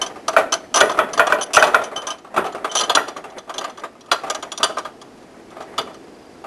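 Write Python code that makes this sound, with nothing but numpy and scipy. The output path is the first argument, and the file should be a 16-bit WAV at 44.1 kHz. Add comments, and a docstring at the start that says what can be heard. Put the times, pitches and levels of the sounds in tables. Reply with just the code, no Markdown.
"""A bench vise is wound shut on a metal housing, close to the microphone in a small workshop.
Its loose steel handle slides through the hub, tinkles, and hits the hub with heavy clanks.
The screw clacks and knocks in its play, grinds, and squeaks faintly as the jaws bite.
Struck steel is made of fading tones and noise; grinding and background are coloured noise.
The room adds a short tail, and the loudest blows overload the recorder."""
import sys
import numpy as np
from scipy import signal
from scipy.fft import rfft, irfft, next_fast_len
from scipy.io import wavfile

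SR = 44100
rng = np.random.default_rng(int(sys.argv[2]) if len(sys.argv) > 2 else 0)


def store_wav(level_fs):
    """Save 16-bit WAV to argv[1]."""
    pcm = np.round(np.clip(np.atleast_2d(level_fs), -1, 1) * 32767)
    wavfile.write(sys.argv[1], SR, pcm.T.astype(np.int16))


N = 285238
AGE = np.arange(SR // 2) / SR  # seconds since a blow

# Event levels below are relative: each sound's function trims them further.
# The handle hits the hub: dropped on its end stop, the last one pulled by hand:
# [t/s, body level/dB, crack level/dB, bench thud level/dB, knob note f/Hz]
HANDLE_HITS = [(0.365, 3.5, -19, -28, 1380), (0.811, 3, -10, -20.5, 1463), (0.989, 0.5, -18, -23, 1296),
               (1.195, 5, -11, -29.5, 1420), (1.323, 2, -12.5, -25.5, 1490), (1.569, 6.5, -4, -23, 1357),
               (1.625, 5.5, -7, -28, 1478), (1.745, 5, -8.5, -31, 1394), (2.377, -1, -26, -16.5, 1330),
               (2.972, 0.5, -30, -28.5, 1380), (4.116, -2, -7.5, -42, 1386), (4.63, -4, -7, -34.5, 1246),
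               (5.784, -17, -16, -26, 1350)]
# Hard steel-on-steel contacts at the hub: [t/s, edge level/dB, body level/dB, hub ring level/dB]
HUB_CONTACTS = [(0.2808, -8, -10.5, -25), (0.804, -2, -9.5, -9.5), (0.8949, -20, -11.5, -27),
                (1.1754, -15, -12.5, -22), (1.2674, -14, -10, -24), (1.6393, -15.5, -25, -18),
                (2.6438, -29, -11, -28.5), (2.809, -8, -13, -14), (2.8954, -12, -8.5, -9.5),
                (2.9496, 0.5, -8, -8.5), (3.0813, -20, -21, -32), (3.3823, -23.5, -30.5, -33),
                (3.494, -28, -18.5, -34), (3.5398, -21, -27.5, -42), (3.5808, -9.5, -22.5, -22),
                (3.6101, -27, -21, -35), (3.6416, -22, -17, -28), (3.7737, -30.5, -27.5, -38.5),
                (3.835, -39.5, -18, -48), (4.0075, -31.5, -47, -44), (4.114, -11.5, -11.5, -11),
                (4.1216, -11, -12, -15.5), (4.2988, -7.5, -14, -22), (4.3465, -13.5, -19, -29),
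                (4.4251, -18, -21.5, -33), (4.5176, -14.5, -24.5, -25), (4.5758, -12, -28.5, -31),
                (4.6309, -5.5, -11.5, -7), (4.6371, -3.5, -18, -25), (4.769, -40, -14.5, -38),
                (4.783, -17.5, -18.5, -30.5), (4.8489, -35, -24, -32), (5.0145, -29, -33.5, -39),
                (5.7795, -15.5, -13.5, -15.5), (5.7881, -32, -19, -18)]
# Taps on the handle bar: [t/s, overtone level/dB, lowest note level/dB, t60/s]
# Here t60 is the vise body's fade; it also stretches or shortens the overtones.
BAR_TAPS = [(0.0153, -10.5, -16.5, 0.16), (0.0622, -20, -36, 0.099), (0.5224, -6.5, -20.5, 0.15),
            (0.7412, -6, -20.5, 0.14), (0.7577, -4, -26, 0.61), (0.7714, -11, -41, 0.36),
            (1.1325, -16.5, -48, 0.11), (1.4107, -14.5, -27, 0.095), (1.5368, -9, -39, 0.8),
            (1.5936, -14.5, -26, 0.2), (1.8375, -21, -35, 0.25), (1.9615, -19.5, -21, 0.33),
            (2.0684, -14.5, -50, 0.2), (2.1031, -17.5, -24.5, 0.19), (2.6945, -37, -29, 0.32),
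            (2.714, -19.5, -31, 0.11), (2.7517, -7, -37, 0.11), (2.7894, -13.5, -31, 0.38),
            (2.835, -17.5, -20.5, 0.15)]
# The clearest dull knocks of the screw in its nut: [t/s, level/dB]
NUT_KNOCKS = [(0.331, -11), (0.379, -0.5), (0.973, -5.5), (1.298, -4.5), (1.384, -10.5), (1.674, -6),
              (1.914, -18), (2.051, -26), (2.245, -24), (2.341, -13.5), (2.363, -4), (2.442, -10.5),
              (2.459, -10.5), (2.547, -11.5), (2.875, -18), (3.163, -13), (3.24, -16.5), (4.083, -26),
              (4.234, -11.5), (4.275, -16.5), (4.599, -12), (4.693, -11), (4.852, -15.5), (5.566, -19.5),
              (5.604, -15), (6.44, -17)]
# The bar scrapes through the hub, for at least 5 ms: [start t/s, end t/s, rasp level/dB, singing level/dB]
BAR_SLIDES = [(0.537, 0.538, -18, -19), (0.754, 0.78, -27, -34), (1.42, 1.438, -32, -25.5),
              (1.532, 1.568, -18, -48), (2.761, 2.808, -23.5, -21.5)]
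# Level between the blows: grinding, rattle and dying tails: [t/s, level/dB]
LEVEL_BETWEEN_BLOWS = [(0.0, -32.5), (0.49, -36), (0.77, -46), (0.92, -28), (1.21, -28), (1.46, -34.5),
                       (1.76, -21.5), (2.2, -43), (2.86, -27), (3.33, -40), (3.71, -34), (3.87, -41.5),
                       (4.14, -50), (4.27, -29), (4.7, -48), (5.08, -53), (5.85, -35), (6.47, -69)]
# Level of the background, as the recorder's gain drifts: [t/s, level/dB]
BACKGROUND_LEVEL = [(0, -40.5), (2.3, -48.5), (4.102, -47), (5.2, -43.5), (6.47, -42.5)]

# Clear notes of each part: [f/Hz, relative level/dB, t60/s before the stretch given to ring()]
# The sliding jaw
JAW_NOTES = [(634.6, 2, 0.28), (597, 5.5, 0.19), (677.7, -1, 0.25), (439.7, -3.5, 0.28)]
# The handle bar's overtones, same columns [f/Hz, level/dB, t60/s]
BAR_OVERTONES = [(4754, -9, 0.14), (5860, 4, 0.1), (6040, 8.5, 0.078), (6110, 7, 0.03), (6400, 0, 0.071),
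                 (6650, -12.5, 0.051), (7500, -45, 0.039), (8700, -34, 0.13), (9800, -4.5, 0.19),
                 (9450, -9, 0.067), (11000, -24, 0.36)]
# The bar's lowest bending pair, same columns [f/Hz, level/dB, t60/s]
BAR_LOWEST = [(3063, -2.5, 0.13), (3010, -10.5, 0.12)]
# The hub, same columns [f/Hz, level/dB, t60/s]
HUB_NOTES = [(2987, -3, 0.13), (3350, 4, 0.085), (3527, 0, 0.062), (4110, 0, 0.085), (4696, -4, 0.097),
             (4900, -7, 0.082)]
# The collar, same columns [f/Hz, level/dB, t60/s]
COLLAR_NOTES = [(5750, 2, 0.025), (6100, 4, 0.046), (6910, 0, 0.04), (7240, -10, 0.13), (8200, -36, 0.029),
                (9350, -11, 0.065), (10900, -20.5, 0.074)]
# The vise's cast body, same columns [f/Hz, level/dB, t60/s]
CASTING_NOTES = [(650.6, -5, 0.15), (788, -12.5, 0.063), (1016, -2, 0.087), (1010, -12, 0.12),
                 (1186, 2.5, 0.084), (1251, -0.5, 0.096), (1582, -5, 0.09)]
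# The screw's nut, same columns [f/Hz, level/dB, t60/s]
NUT_NOTES = [(1201, 0.5, 0.08), (1135, -3, 0.082), (1301, -5.5, 0.14), (759, -4.5, 0.18), (650.4, -1, 0.14)]
# The clamped metal housing, same columns [f/Hz, level/dB, t60/s]
HOUSING_NOTES = [(1470, 4, 0.14), (1860, -9, 0.28), (1903, -8, 0.23), (1960, -4.5, 0.17), (2342, -0.5, 0.1),
                 (2482, -3.5, 0.094), (2534, 7, 0.045)]

# Noise colours, scaled to a common loudness when used: [f/Hz, relative level/dB per Hz]
# The many close notes of the iron under a clank
IRON_COLOUR = [(100, -51), (300, -32), (520, -10.5), (640, -2.5), (820, -1), (1000, 3.5), (1450, -3.5),
               (1700, -6), (1920, -4.5), (2130, -18.5), (2400, -13), (3300, -16), (5000, -37), (12000, -28)]
# The vise body's hollow answer, same columns [f/Hz, level/dB]
BODY_COLOUR = [(100, -51), (300, -8), (520, -3.5), (660, 1.5), (850, -1), (1200, -6), (1380, -6),
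               (1750, -12.5), (2600, -15), (5000, -27.5), (11000, -33), (13000, -37)]
# The sharp edge of steel on steel, same columns [f/Hz, level/dB]
EDGE_COLOUR = [(1200, -26), (2200, -10), (3200, 8), (3800, 1), (4400, 0), (5300, -0.5), (6200, 0),
               (7500, -6), (8800, -9.5), (10200, -8), (11500, -21), (13000, -22)]
# The bench's low thud, same columns [f/Hz, level/dB]
THUD_COLOUR = [(30, -46), (70, -15), (110, -14), (200, -4), (340, -1), (450, 6.5), (700, -43), (2000, -60)]
# The hub sleeve's close notes, same columns [f/Hz, level/dB]
SLEEVE_COLOUR = [(1500, -18), (2300, -16), (2950, 0.5), (3450, 1), (3800, -4.5), (4200, -21), (4800, 0),
                 (5600, -34), (8000, -19)]
# The grinding thread, same columns [f/Hz, level/dB]
THREAD_COLOUR = [(100, -16), (250, -2.5), (450, 2.5), (700, 1.5), (1300, -13), (1900, -7), (3000, -25),
                 (6000, -35), (11000, -29.5), (13000, -46)]
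# The workshop background, same columns [f/Hz, level/dB]
BACKGROUND_COLOUR = [(15, -60), (25, -22), (150, -14.5), (246, -5), (383, -5), (484, -9), (524, -11),
                     (566, -13), (715, -10.5), (836, -16), (2430, -26), (3680, -30.5), (5030, -30.5),
                     (11000, -40.5), (12500, -44), (16200, -63), (22000, -120)]
# How long the room's tail takes to fade by 60 dB: [f/Hz, t60/s]
ROOM_FADE = [(120, 0.75), (400, 0.86), (1000, 0.37), (3000, 0.48), (6000, 0.38), (10000, 0.34)]

SQUEAK_START_S, SQUEAK_END_S = 5.89, 6.39  # the thread squeaks as the jaws bite
CLACK_T60_S, KNOCK_T60_S = 0.11, 0.15  # the time to fade by 60 dB
JAW_DB, JAW_LOSS_DB_PER_S = -15, 4.5  # relative to the clank; the slack jaw hums less as the vise closes
HOUSING_DB, HOUSING_LOSS_DB_PER_S = -19, 3  # relative to the clank; the jaws grip the housing more and more
TINK_BODY_DB = -10  # relative to the tap
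NUT_DB, KNOCK_WASH_DB, KNOCK_THUD_DB = -18.5, -18, -28.5  # nut, body and bench, relative to the knock
GRIND_DB = -9  # relative to the level between the blows
# Small chance contacts, relative to the level between the blows, before each sound's own trims
RATTLE_KNOCK_DB, RATTLE_EDGE_DB, RATTLE_BODY_DB, RATTLE_HUB_DB = 12.5, 6, 2.5, -5
RATTLE_SCATTER_DB = 1.5
TOP_HZ = 12350  # the recorder's band limit


def amp(db):
    """Turn decibels into gain."""
    return 10 ** (np.asarray(db) / 20)


def unit(x):
    """Scale to an average (rms) strength of 1."""
    return x / np.sqrt(np.mean(x ** 2) + 1e-20)


def along(points, hz):
    """Read (f/Hz, value) points on a log pitch axis."""
    f, v = np.transpose(points)
    return np.interp(np.log(hz + 1), np.log(f + 1), v)


def wobble(rate, size):
    """Draw a random curve of straight lines between `rate` points a second."""
    knots = rng.standard_normal(int(size * rate / SR) + 3)
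    return np.interp(np.arange(size) * rate / SR, np.arange(len(knots)), knots)


def noise(colour, size, ripple_db=0, spacing_hz=170):
    """Make coloured noise of rms 1, with optional chance peaks along its spectrum."""
    m = next_fast_len(size)
    hz = np.fft.rfftfreq(m, 1 / SR)
    peaks = np.interp(hz / spacing_hz, np.arange(256), rng.standard_normal(256))
    ripple = peaks * hz / (hz + 1500)  # weaker in the bass
    gain = amp(along(colour, hz) + ripple_db * ripple)
    return unit(irfft(rfft(rng.standard_normal(m)) * gain, m)[:size])


def add(track, s, sound):
    """Mix a sound into the track at time s."""
    part = track[max(round(s * SR), 0):][:len(sound)]
    part += sound[:len(part)]


def blow(x):
    """Scale a struck sound to rms 1 over its first 20 ms."""
    return x / np.sqrt(np.mean(x[:SR // 50] ** 2) + 1e-20)


def fade(t, t60, hold):
    """A contact buzzes at full strength for hold seconds, then dies away by 60 dB in t60 seconds."""
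    return amp(-60 * np.maximum(t - hold, 0) / np.maximum(t60, .01))


def wash(colour, t60, rise, hold=0):
    """Countless close notes, made as noise, swell and die together; each blow favours other ones."""
    notes = noise(colour, len(AGE), ripple_db=4.5)
    swell = 1 - np.exp(-AGE / rise)
    return blow(notes * fade(AGE, t60, hold) * swell)


def ring(notes, stretch, scatter_db, detune, rise=0.0017, waver=0.5, hold=0):
    """Clear notes, struck at a new spot each time; grip sets their life and loose contact makes them waver."""
    hz, db, t60 = np.transpose(notes)[:, :, None]
    level, shift, phase = rng.standard_normal((3, len(notes), 1))
    t = AGE[:SR // 3]
    drift = np.array([wobble(128.8, len(t)) for _ in notes])
    tones = np.sin(2 * np.pi * (hz * (1 + detune * shift) * t + phase) + waver * drift)
    sound = np.sum(amp(db + scatter_db * level) * fade(t, t60 * stretch, hold) * tones, axis=0)
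    swell = 1 - np.exp(-t / rise)
    return blow(np.pad(sound * swell, (0, len(AGE) - len(t))))


def background():
    """Steady background noise, heard louder or softer as the recorder's gain drifts."""
    level_db = np.interp(np.arange(N) / SR, *np.transpose(BACKGROUND_LEVEL))
    return amp(level_db) * noise(BACKGROUND_COLOUR, N)


def between_blows(s):
    """Read the level between the blows, in dB, at time s."""
    return np.interp(s, *np.transpose(LEVEL_BETWEEN_BLOWS))


def screw():
    """The turning thread grinds unevenly inside the casting: noise with a jittery level."""
    level_db = between_blows(np.arange(N) / SR) + GRIND_DB + 6.4 * wobble(45, N)
    return amp(level_db) * noise(THREAD_COLOUR, N)


def casting(t60):
    """The vise body answers any light contact with a hollow knock."""
    notes = ring(CASTING_NOTES, t60 / 0.13, scatter_db=1, detune=0.0217, rise=0.0054, waver=0.76)
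    return 0.58 * notes + 0.47 * wash(BODY_COLOUR, t60, rise=0.0039)


def tinks():
    """The free bar rattles against the hub and rings in its bending notes until it is damped."""
    out = np.zeros(N)
    for s, ring_db, note_db, t60 in BAR_TAPS:
        overtones = ring(BAR_OVERTONES, t60 / 0.24, scatter_db=3.0, detune=0.003,
                         rise=0.0014, waver=0.81, hold=0.0071)
        edge = wash(EDGE_COLOUR, t60=0.098, rise=0.00024, hold=0.0033)
        tap = amp(-15.0) * overtones + amp(-16.5) * edge + amp(TINK_BODY_DB) * casting(t60)
        lowest = ring(BAR_LOWEST, t60 / .25, scatter_db=1, detune=.002, rise=.0013, waver=.25)
        add(out, s, amp(ring_db) * tap + amp(note_db - 5.5) * lowest)
    return out


def rattle(count):
    """Loose parts touch at chance moments, following the level between the blows: rows [t/s, level/dB]."""
    s = (np.arange(count) + rng.random(count)) / count * N / SR
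    return np.transpose([s, between_blows(s) + RATTLE_SCATTER_DB * rng.standard_normal(count)])


def knocks():
    """Greased contacts start softly and have little edge; they shake the nut, the body and the bench."""
    out, t60 = np.zeros(N), KNOCK_T60_S
    small = [(s, db + RATTLE_KNOCK_DB) for s, db in rattle(count=55)]
    for s, db in list(NUT_KNOCKS) + small:
        nut = ring(NUT_NOTES, t60 / 0.13, scatter_db=3, detune=0.022, rise=0.0031, waver=0.99, hold=0.0025)
        body = wash(BODY_COLOUR, t60, rise=0.0013)
        bench = wash(THUD_COLOUR, t60=0.25, rise=0.0021)
        knock = amp(NUT_DB) * nut + amp(KNOCK_WASH_DB) * body + amp(KNOCK_THUD_DB) * bench
        add(out, s, amp(db) * knock)
    return out


def clacks():
    """Tight steel contacts buzz: a bright snap from the collar, a rough ring from the hub and sleeve."""
    out, t60 = np.zeros(N), CLACK_T60_S
    small = [(s, db + RATTLE_EDGE_DB, db + RATTLE_BODY_DB, db + RATTLE_HUB_DB)
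             for s, db in rattle(count=36)]
    for s, edge_db, body_db, hub_db in list(HUB_CONTACTS) + small:
        collar = ring(COLLAR_NOTES, t60 / 0.52, scatter_db=9.5, detune=0.0105,
                      rise=0.0014, waver=1.0, hold=0.013)
        edge = wash(EDGE_COLOUR, t60 * 0.38, rise=0.00064, hold=0.0036)
        snap = amp(-18.5) * edge + amp(-21.0) * collar
        hub_notes = ring(HUB_NOTES, t60 / 0.13, scatter_db=5, detune=0.012, rise=0.001, waver=1.3)
        hub = 0.72 * hub_notes + 0.32 * wash(SLEEVE_COLOUR, t60 * .8, rise=0.001)
        add(out, s, amp(edge_db) * snap + amp(hub_db - 7) * hub + amp(body_db - 5) * casting(t60))
    return out


def clanks():
    """The handle hits the hub: a crack and a short loud note, which jaws, housing and bench take up."""
    out = np.zeros(N)
    for s, body_db, crack_db, thud_db, note_hz in HANDLE_HITS:
        jaw_db = body_db + JAW_DB - JAW_LOSS_DB_PER_S * s
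        housing_db = body_db + HOUSING_DB - HOUSING_LOSS_DB_PER_S * s
        knob = ring([(note_hz, 0, .035)], stretch=0.78, scatter_db=.5, detune=0.00194,
                    rise=0.00051, waver=0.42, hold=0.0015)
        jaw = ring(JAW_NOTES, stretch=1, scatter_db=2, detune=.025, rise=.004, waver=1.1)
        housing = ring(HOUSING_NOTES, stretch=1, scatter_db=3, detune=0.0045, rise=0.0037, waver=1.0)
        add(out, s, amp(body_db - 14.5) * knob + amp(jaw_db) * jaw + amp(housing_db) * housing)
        add(out, s, amp(body_db - 18.5) * wash(IRON_COLOUR, t60=0.1853, rise=0.00057))
        add(out, s, amp(crack_db - 17.5) * wash(EDGE_COLOUR, t60=0.033, rise=0.0003))
        add(out, s, amp(thud_db - 5.5) * wash(THUD_COLOUR, t60=0.36, rise=0.0005))
    return out


def slides(slips_per_s=900):
    """A sliding bar chatters: a fast run of tiny slips rasps in the hub and keeps the bar singing."""
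    out = np.zeros(N)
    for start, end, rasp_db, singing_db in BAR_SLIDES:
        chance, force = rng.random(len(AGE)), rng.standard_normal(len(AGE))
        size = max(round((end - start) * SR), SR // 200)
        slips = (force * (chance < slips_per_s / SR))[:size]
        rasp = wash(EDGE_COLOUR, t60=0.013, rise=0.00012)
        singing = ring(BAR_OVERTONES + BAR_LOWEST, stretch=.25, scatter_db=2, detune=.005)
        for db, steel in (rasp_db, rasp), (singing_db, singing):
            scrape = signal.fftconvolve(slips, steel)  # every slip strikes the steel anew
            # same total energy as a sound of rms 1 lasting as long as the slips
            level = np.sqrt(len(slips) / (np.sum(scrape ** 2) + 1e-9))
            add(out, start, amp(db) * scrape * level)
    return out


def squeak(slips_per_s=27, start_hz=4800, db=-53):
    """Under load the thread sticks and slips in tiny, high, rising chirps."""
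    out, t = np.zeros(N), AGE[:SR // 70]
    times = np.arange(SQUEAK_START_S, SQUEAK_END_S, 1 / slips_per_s)
    for s, (late, shift, level) in zip(times, rng.standard_normal((64, 3))):
        chirp = np.sin(2 * np.pi * start_hz * (1 + .012 * shift) * (t + .8 * t * t))
        add(out, s + .003 * late, amp(db + 2 * level) * np.hanning(len(t)) * chirp)
    return out


def workshop(x):
    """The room's tail is fading noise, 8 ms late; its treble dies before its bass."""
    hz, t, z = signal.stft(rng.standard_normal(SR), SR, nperseg=256)
    fading = amp(-60 * t / along(ROOM_FADE, hz)[:, None])
    tail = signal.istft(z * fading, SR, nperseg=256)[1]
    tail = np.pad(tail, (round(.008 * SR), 0))
    return signal.fftconvolve(x, tail / np.linalg.norm(tail))[:N]


def scene():
    """Mix the vise, its room and the background; the thin bar sends little into the room."""
    heavy, hub, bar = clanks() + knocks(), clacks(), tinks() + slides()
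    room = workshop(amp(-14.0) * heavy + amp(-18) * hub + amp(-24) * bar)
    return (heavy + hub + bar + room + screw() + squeak() + background())[None]


def record(dry):
    """The recorder flattens the highest peaks and rolls off steeply at its band limit."""
    clipped = dry / (1 + np.abs(dry) ** 8) ** (1 / 8)
    m = next_fast_len(N + SR // 2)
    roll_off = 1 + (np.fft.rfftfreq(m, 1 / SR) / TOP_HZ) ** 60
    return irfft(rfft(clipped, m) / roll_off, m)[:, :N]


dry = scene()
out = record(dry)
store_wav(out)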